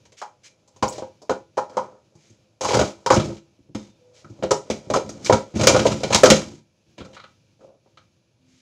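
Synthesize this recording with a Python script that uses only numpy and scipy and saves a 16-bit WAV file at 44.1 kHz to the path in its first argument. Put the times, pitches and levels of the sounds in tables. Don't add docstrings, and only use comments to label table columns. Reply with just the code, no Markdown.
import sys
import numpy as np
from scipy import signal
from scipy.fft import rfft, irfft, next_fast_len
from scipy.io import wavfile
from scipy.ndimage import uniform_filter1d

SR = 44100
rng = np.random.default_rng(int(sys.argv[2]) if len(sys.argv) > 2 else 0)


def wrap_up_sound(samples):
    columns = np.atleast_2d(samples).T
    tamed = np.clip(columns, -1, 1)
    steps = np.round(tamed * 32767).astype(np.int16)
    wavfile.write(sys.argv[1], SR, steps)


N = 379701

# start_s, crack_db, table_db, air_db, wall_db, base_db, rim_db,
# firmness (0-1)
CONTACTS = [(0.0535, -47, -66, -52, -60, -73, -52, 0.6), (0.1212, -43.5, -73, -50, -57, -81, -52, 0.5),
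            (0.2164, -32.5, -50, -37.5, -26, -25, -40, 0.78),
            (0.6764, -44.5, -73, -52, -57, -68, -74, 0.36), (0.7621, -45, -69, -49, -53, -74, -61, 0.76),
            (0.825, -16.5, -16.5, -11, -9.5, -19.5, -22.5, 0.42),
            (0.924, -28, -43, -50, -61, -62, -52, 0.65), (0.9603, -42, -45.5, -47, -51, -61, -54, 0.65),
            (0.9812, -33, -32.5, -23.5, -34, -48, -41.5, 0.58),
            (1.0219, -58, -37.5, -29.5, -32, -47.5, -53, 0.79),
            (1.2177, -38.5, -62, -34.5, -43.5, -70, -68, 0.4),
            (1.295, -30.5, -31, -16, -16.5, -23, -34, 0.86), (1.3064, -31, -31, -21.5, -35, -36, -44, 0.6),
            (1.5709, -33.5, -28.5, -22, -15, -35.5, -38, 0.3),
            (1.5777, -33.5, -40.5, -19, -25.5, -29, -42.5, 1), (1.6324, -52, -51, -46, -45, -54, -65, 0.5),
            (1.696, -43, -47, -41.5, -49.5, -54.5, -54, 0.5),
            (1.7694, -32.5, -41.5, -18.5, -22.5, -26, -39.5, 0.82),
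            (1.7738, -37, -37, -42.5, -19, -48.5, -51, 0.58), (1.837, -53, -46, -42, -41, -58, -67, 0.7),
            (2.1525, -48, -43.5, -62, -56, -75.5, -80.5, 0.6),
            (2.298, -49, -42.5, -69, -78, -81, -80, 0.58), (2.609, -20, -36, -25, -26.5, -49, -33.5, 0.44),
            (2.6294, -28, -35, -20.5, -22.5, -45, -45.5, 0.1),
            (2.6463, -19, -26.5, -20.5, -17.5, -28, -32, 0.32),
            (2.6874, -22, -33.5, -19.5, -25.5, -32.5, -23, 0.56),
            (2.7064, -30, -27.5, -15.5, -19.5, -37, -31.5, 0.44),
            (2.7324, -26, -27.5, -15, -23.5, -40, -25.5, 0.73),
            (2.7427, -15, -14, -15, -16, -17.5, -23, 0.44), (2.7696, -21, -18, -18, -33, -36, -34.5, 0.93),
            (2.7914, -15, -17.5, -7, -19, -16, -22, 0.48),
            (2.8124, -24, -17.5, -14.5, -33.5, -33, -29.5, 0.89),
            (3.062, -15, -29.5, -20, -11, -25.5, -27, 0.73),
            (3.1033, -15, -17.5, -7.5, -6, -5.5, -18.5, 0.64),
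            (3.1214, -19, -17, -22.5, -36, -35.5, -28, 0.4),
            (3.1406, -18.5, -26.5, -25.5, -33, -30.5, -29.5, 0.4),
            (3.1627, -23, -6, -7, -34, -28, -23, 0.4), (3.1964, -26.5, -34, -26, -44, -25, -26, 0.27),
            (3.367, -41.5, -50, -50, -64, -54, -46.5, 0.43), (3.5902, -73, -45.5, -72, -79, -79, -81, 0.54),
            (3.6885, -74, -39, -55.5, -80, -83, -84, 0.47),
            (3.7486, -30, -23.5, -27.5, -38, -39, -33.5, 0.6),
            (4.2445, -53, -37, -45.5, -57, -41.5, -57, 0.6), (4.2974, -51, -29.5, -58, -66, -65, -72, 0.25),
            (4.3894, -58, -33.5, -39, -62, -64, -66, 0.5), (4.4249, -41, -26, -11.5, -32, -28.5, -32, 0.38),
            (4.4348, -28.5, -21, -16.5, -53, -49, -32.5, 0.6),
            (4.5082, -12.5, -19, -8.5, -12.5, -13.5, -24, 0.5),
            (4.7005, -21.5, -15.5, -15, -35, -31, -24.5, 0.55),
            (4.8685, -64, -29, -45, -63.5, -63, -69, 0.4), (4.9008, -26, -18, -15, -23, -38, -30.5, 0.66),
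            (4.9369, -14, -20, -12, -10.5, -14, -28.5, 0.46), (4.9597, -20, -23, -7.5, -36, -30, -27, 0.45),
            (5.0912, -27, -25.5, -31, -53, -38, -42, 0.55), (5.2467, -19.5, -51, -58, -54, -33, -49, 0.4),
            (5.2602, -18, -32.5, -38, -38, -52, -24.5, 0.7),
            (5.2968, -24.5, -19.5, -4.5, -14, -24.5, -28, 0.67),
            (5.3244, -13.5, -9, -5.5, -17, -13.5, -21.5, 0.57),
            (5.5402, -48, -18.5, -49.5, -48.5, -58, -48, 0.54),
            (5.557, -34.5, -13.5, -40.5, -41.5, -39, -39.5, 0.24),
            (5.5953, -28, -20.5, -15.5, -32, -28.5, -25.5, 0.37),
            (5.611, -16, -16, -17, -27.5, -30, -25.5, 0.6),
            (5.634, -14.5, -20.5, -19, -22.5, -20, -21.5, 0.55),
            (5.6708, 1, -20.5, -8.5, -17, -11.5, -9, 0.82), (5.6898, -8, -16, -5, -14.5, -23, -22.5, 0.46),
            (5.7454, -21, -13, -6.5, -20, -13.5, -22, 0.54),
            (5.7633, -20, -18.5, -14, -33.5, -22.5, -30, 0.83),
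            (5.7924, -19, -20, -20, -29.5, -27, -21.5, 0.54),
            (5.8544, -28.5, -18, -9, -22.5, -35, -34.5, 0.88),
            (5.8667, -16, -17.5, -17.5, -27, -27.5, -22.5, 0.48),
            (5.9174, -23.5, -28.5, -32.5, -33, -29, -29.5, 0.65),
            (6.0018, -29.5, -32, -25, -51, -64, -39, 0.19),
            (6.0337, -20.5, -25, -15, -26.5, -30.5, -23.5, 0.8),
            (6.1035, -21, -24.5, -14, -25.5, -24.5, -28.5, 0.25),
            (6.1245, -9, -27.5, -19, -17.5, -14.5, -10, 0),
            (6.1463, -0.5, -21, -17.5, -13.5, -15, -12, 0.83), (6.234, -2, -15, 2, -21.5, -5, -17, 0.68),
            (6.2574, -7.5, -15.5, -6.5, -13.5, -15.5, -16.5, 0.44),
            (6.3016, -1, -6, -10.5, -19, -15.5, -9, 0.72),
            (6.3174, -20.5, -20, -6.5, -29, -21, -21.5, 0.75),
            (6.9802, -38.5, -40, -34, -45, -55, -37, 0.4), (7.0034, -51, -23.5, -38, -50, -36, -42, 0.17),
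            (7.0482, -46, -49, -44, -58, -45, -48, 0.6), (7.1313, -47, -48, -49, -56, -62, -49, 0.56),
            (7.1464, -48, -68, -56, -56, -50, -47, 0.5), (7.1664, -56, -65, -43, -52, -35.5, -41.5, 0.5),
            (7.1972, -62, -72, -60, -61, -42, -44.5, 0.75), (7.237, -54, -54, -47, -49, -35.5, -43, 0.54),
            (7.6084, -65, -67, -54, -60, -52, -73, 0.52), (7.678, -71, -56, -49, -71, -72, -75, 0.65),
            (7.8604, -73, -71, -47.5, -60, -68, -73, 0.53),
            (7.9723, -54, -73, -52.5, -64, -42.5, -44.5, 0.46)]


def from_db(db):
    return 10 ** (np.asarray(db) / 20)


def rms_one(x):
    return x / np.sqrt(np.mean(x ** 2) + 1e-20)


def smooth_noise(size, shape=N):
    return rms_one(uniform_filter1d(rng.standard_normal(shape), size=size))


def in_time(rows):
    s, *columns = np.transpose(rows)
    return [np.interp(np.arange(N) / SR, s, c) for c in columns]


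def floor():
    # freq_hz, relative_db
    spectrum = [(18, -67), (30, -32), (108, 1), (299, -14.5), (332, -6), (389, -20.5), (1290, -31.5),
                (1640, -28.5), (2130, -33.5), (2300, -22), (3150, -26.5), (3490, -26.5), (6540, -27.5),
                (7860, -41), (11500, -46.5), (15500, -54.5)]
    level_db, flicker_db = -63.5, -2.5
    size = next_fast_len(N)
    hz = np.maximum(np.arange(size // 2 + 1) * SR / size, 1)
    point_hz, point_db = np.transpose(spectrum)
    shape = from_db(np.interp(np.log(hz), np.log(point_hz), point_db))
    noise = rms_one(irfft(rfft(rng.standard_normal(size)) * shape, size)[:N])
    flicker = rms_one(uniform_filter1d(smooth_noise(3000), size=3000))
    return from_db(level_db + flicker_db * flicker) * noise


def whine():
    # freq_hz, rms_db
    partials = [(11197, -93)]
    t = np.arange(N) / SR
    return sum(np.sqrt(2) * from_db(db) * np.sin(2 * np.pi * hz * t) for hz, db in partials)


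def strokes(rows, lean):
    power, t = 0, np.arange(N) / SR
    for start, length, *db in rows:
        swell = np.sin(np.pi * np.clip((t - start) / length, 0, 1) ** lean)
        power = power + np.outer(from_db(db), swell) ** 2
    return power


def rubbing():
    # time_s, air_db
    hands = [(0.0, -64), (1.58, -64.5), (1.77, -50), (1.97, -63.5), (2.61, -66.5), (2.76, -44.5),
             (3.74, -72.5), (4.56, -47.5), (5.63, -49), (5.78, -42), (5.97, -54.5), (6.28, -35),
             (6.55, -70.5), (8.61, -72)]
    # start_s, length_s, table_db, air_db, wall_db, hiss_db
    slides = [(.86, 0.25, -55.5, -36.5, -62.5, -50), (1.7, 0.33, -53, -42, -47.5, -63),
              (2.61, 0.34, -46, -39.5, -31.5, -29), (3.2, 0.18, -25, -34, -43, -39.5),
              (3.76, .17, -46, -54, -57, -51), (4.38, 0.098, -54.5, -63, -71, -72),
              (4.7, 0.12, -34, -58.5, -67, -44), (5.0, 0.37, -37, -45, -54, -53),
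              (5.55, 0.51, -18.5, -31, -37.5, -32), (5.7, 0.34, -35, -31, -34, -31.5),
              (6.02, 0.6, -26.5, -39, -45, -37.5), (6.24, 0.22, -48, -30.5, -30.5, -25.5),
              (6.97, 0.27, -48, -49, -62, -60), (7.59, 0.21, -57, -49, -68, -78)]
    # start_s, length_s, hiss_db
    brushes = [(0.167, 0.06, -44.5), (0.432, 0.064, -44), (0.897, .14, -46.5), (2.156, 0.23, -58.5),
               (4.134, 0.11, -52), (4.286, 0.12, -71), (5.211, 0.24, -38.5), (6.969, 0.12, -63),
               (7.129, 0.22, -66), (7.59, 0.11, -67), (8.452, 0.33, -61)]
    parts_db = [-5, 0, -10, -9]
    catch_db = 3
    power = np.outer(from_db(parts_db), from_db(in_time(hands)[0])) ** 2
    catch = from_db(catch_db * rms_one(smooth_noise(400, (4, N))))
    power += strokes(slides, lean=0.47) * rms_one(catch) ** 2
    power[3] += strokes(brushes, lean=0.82)[0]
    return 10 * np.log10(power)


def grit(per_s, spread_db):
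    sizes = from_db(spread_db * np.minimum(rng.exponential(1, N), 4)) * rng.choice([-1, 1], N)
    return rms_one(sizes * (rng.random(N) < per_s / SR))


def contacts(level_db, chatter, rebounds):
    start_s, firmness = np.array(CONTACTS)[:, [0, 7]].T
    push = np.zeros(N)
    tau = 0.013 * SR
    after = np.arange(1, int(6 * tau))
    for at, gain, firm in zip(np.round(start_s * SR).astype(int), from_db(level_db), firmness):
        swell = (1 - (1 - firm) * np.exp(-2 * after / tau)) * np.exp(-after / tau)
        swell_rms = np.sqrt(np.mean(swell ** 2))
        push[at] += firm ** 2 * gain
        push[at + after] += gain * chatter * rms_one(swell * rebounds[at + after]) * swell_rms
    return push


def ring(push, hz, t60_s):
    r, w = from_db(-60 / (t60_s * SR)), 2 * np.pi * hz / SR
    return signal.lfilter([0, np.sin(w)], [1, -2 * r * np.cos(w), r * r], push + 1e-18)


def body(modes, blow_db, rub_db, chatter, per_s, soft_hz):
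    click = np.eye(1, 4096)[0]
    unit = sum(from_db(db) * ring(click, hz, t60_s) for hz, db, t60_s in modes)
    blows = contacts(blow_db, chatter, grit(per_s, 3.5)) / np.abs(unit).max()
    rub = from_db(rub_db) * grit(per_s, 1.6) / np.sqrt(np.sum(unit ** 2))
    start = np.round(np.array(CONTACTS)[:, 0] * SR)
    latest = np.searchsorted(start, np.arange(N), side="right")
    mixes = from_db(2.2 * rng.standard_normal((len(CONTACTS) + 1, len(modes))))
    out = 0
    for k, (hz, db, t60_s) in enumerate(modes):
        out = out + from_db(db) * ring(blows * mixes[latest, k] + rub, hz, t60_s)
    band_hz = [0.56 * modes[0][0], soft_hz]
    return signal.sosfilt(signal.butter(2, band_hz, "band", fs=SR, output="sos"), out)


def table_top(blow_db, rub_db):
    # freq_hz, relative_db, t60_s
    modes = [(78, -17.5, 0.033), (120.7, 0.5, 0.12), (151.9, -5.5, 0.32), (208, 6.5, 0.065),
             (284, 2, 0.083), (335, -5.5, 0.3)]
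    return body(modes, blow_db + 6, rub_db - 3, chatter=0.067, per_s=1600, soft_hz=700)


def cup_air(blow_db, rub_db):
    # freq_hz, relative_db, t60_s
    modes = [(436.8, 4, 0.05), (530.8, 13, 0.044), (525.8, -0.5, 0.13), (601.6, 6, 0.057),
             (711.6, -11, 0.045)]
    return body(modes, blow_db + 9, rub_db - 3, chatter=0.046, per_s=1600, soft_hz=1370)


def cup_wall(blow_db, rub_db):
    # freq_hz, relative_db, t60_s
    modes = [(950, -4.5, 0.026), (837, -3.5, 0.13), (950, -0.5, 0.048), (1007, -8.5, 0.044),
             (1160, -8.5, 0.0045)]
    return body(modes, blow_db + 5, rub_db - 5, chatter=0.092, per_s=1500, soft_hz=1860)


def cup_base(blow_db, rub_db):
    # freq_hz, relative_db, t60_s
    modes = [(1252, 7, 0.02), (1298.5, 2, 0.067), (1359.5, 6, 0.033), (1451, -7, 0.21), (1695, -9, 0.015)]
    return body(modes, blow_db + 2.5, rub_db - 9, chatter=0.11, per_s=1900, soft_hz=2570)


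def cup_rim(blow_db, rub_db):
    # freq_hz, relative_db, t60_s
    modes = [(2140, -4, 0.0022), (2378, 0.5, 0.013), (2981, 0, 0.004), (3180, 9.5, 0.0023),
             (3330, 1, 0.0014), (3930, 4, 0.0052)]
    return body(modes, blow_db + 5.5, rub_db - 7, chatter=0.26, per_s=6300, soft_hz=5800)


def rim_edge(blow_db, rub_db):
    # freq_hz, relative_db, t60_s
    modes = [(5020, 1, 0.0046), (5320, -9, .012), (5805, 6.5, 0.0041), (6433, 3.5, 0.008),
             (7083, -6, 0.013)]
    return body(modes, blow_db - .1, rub_db - 5, chatter=0.24, per_s=7700, soft_hz=8680)


def ticks(crack_db, hiss_db):
    band_hz, level_db = [7000, 11500], -22
    push = contacts(0.97 * crack_db, 0.59, grit(4200, 4.9))
    push += from_db(hiss_db) * rng.standard_normal(N)
    return from_db(level_db) * signal.sosfilt(signal.butter(2, band_hz, "band", fs=SR, output="sos"), push)


def squeak():
    # time_s, pitch_hz, level_db
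    path = [(0.875, 5250, -39), (.882, 5470, -25), (.89, 7200, -28), (.9, 7540, -30), (0.912, 7800, -43)]
    before = [(0, 5200, -150), (path[0][0] - .003, 5200, -150)]
    after = [(path[-1][0] + .01, 8000, -150)]
    pitch_hz, level_db = in_time(before + list(path) + after)
    grip, slip = smooth_noise(90), smooth_noise(40)
    phase = 2 * np.pi * np.cumsum(pitch_hz * (1 + .05 * slip)) / SR
    return from_db(level_db) * (.35 + .55 * grip) * np.sin(phase)


def ping():
    start_s, pitch_hz, level_db, t60_s, sag_hz_per_s = 3.75, 3660, -58, .7, 150
    t = np.maximum(np.arange(N) / SR - start_s, 0)
    waver = 1 + .45 * smooth_noise(500)
    tone = np.sin(2 * np.pi * (pitch_hz - sag_hz_per_s * t / 2) * t)
    return from_db(level_db - 60 * t / t60_s) * waver * tone


def soft_tones():
    # start_s, end_s, pitch_hz, level_db (rms at the top of the swell)
    tone_rows = [(3.986, 4.197, 496, -56.5), (8.103, 8.302, 332.4, -73), (8.386, 8.622, 257.5, -62)]
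    t, out = np.arange(N) / SR, np.zeros(N)
    for start, end, hz, db in tone_rows:
        swell = np.sin(np.pi * np.clip((t - start) / (end - start), 0, 1) ** 0.98) ** .5
        out += np.sqrt(2) * from_db(db) * swell * np.sin(2 * np.pi * hz * t)
    return out


def bedroom(x):
    t60_s, wall_cut_hz = 0.21, 22000
    size = next_fast_len(N + SR // 2)
    w = 2 * np.pi * np.arange(size // 2 + 1) / size
    dull = np.exp(-2 * np.pi * wall_cut_hz / SR)
    wall = (1 - dull) / (1 - dull * np.exp(-1j * w))
    echoes = 0
    for k, lag in enumerate((np.geomspace(.0131, .053, num=12) * SR).astype(int)):
        round_trip = from_db(-60 * lag / SR / t60_s) * wall * np.exp(-1j * w * lag)
        echoes = echoes + (-1) ** k * round_trip / (1 - round_trip)
    for lag in (47, 131, 223):
        late = np.exp(-1j * w * lag)
        echoes = echoes * (late - .6) / (1 - .6 * late)
    return irfft(rfft(x, size) * echoes, size)[:N]


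def scene():
    _, crack_db, table_db, air_db, wall_db, base_db, rim_db, _ = np.transpose(CONTACTS)
    table_rub_db, air_rub_db, wall_rub_db, hiss_db = rubbing()
    cups = table_top(table_db, table_rub_db)
    cups += cup_air(air_db, air_rub_db)
    cups += cup_wall(wall_db, wall_rub_db)
    cups += cup_base(base_db, wall_rub_db)
    cups += cup_rim(rim_db, hiss_db)
    cups += rim_edge(crack_db, hiss_db)
    cups += ticks(crack_db + 1.0, hiss_db)
    cups += squeak()
    cups = signal.sosfilt(signal.butter(2, 75.6, "high", fs=SR, output="sos"), cups)
    room_db = -16
    room = from_db(room_db) * bedroom(cups)
    return (cups + room + floor() + whine() + ping() + soft_tones())[None]


def record(dry):
    low_hz, overload, cutoff_hz = 30.67, .98, 15750
    thin = signal.sosfilt(signal.butter(2, low_hz, "high", fs=SR, output="sos"), dry)
    clipped = thin / (1 + np.abs(thin / overload) ** 6) ** (1 / 6)
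    return signal.sosfilt(signal.ellip(12, .5, 50, cutoff_hz, fs=SR, output="sos"), clipped)


dry = scene()
out = record(dry)
wrap_up_sound(out)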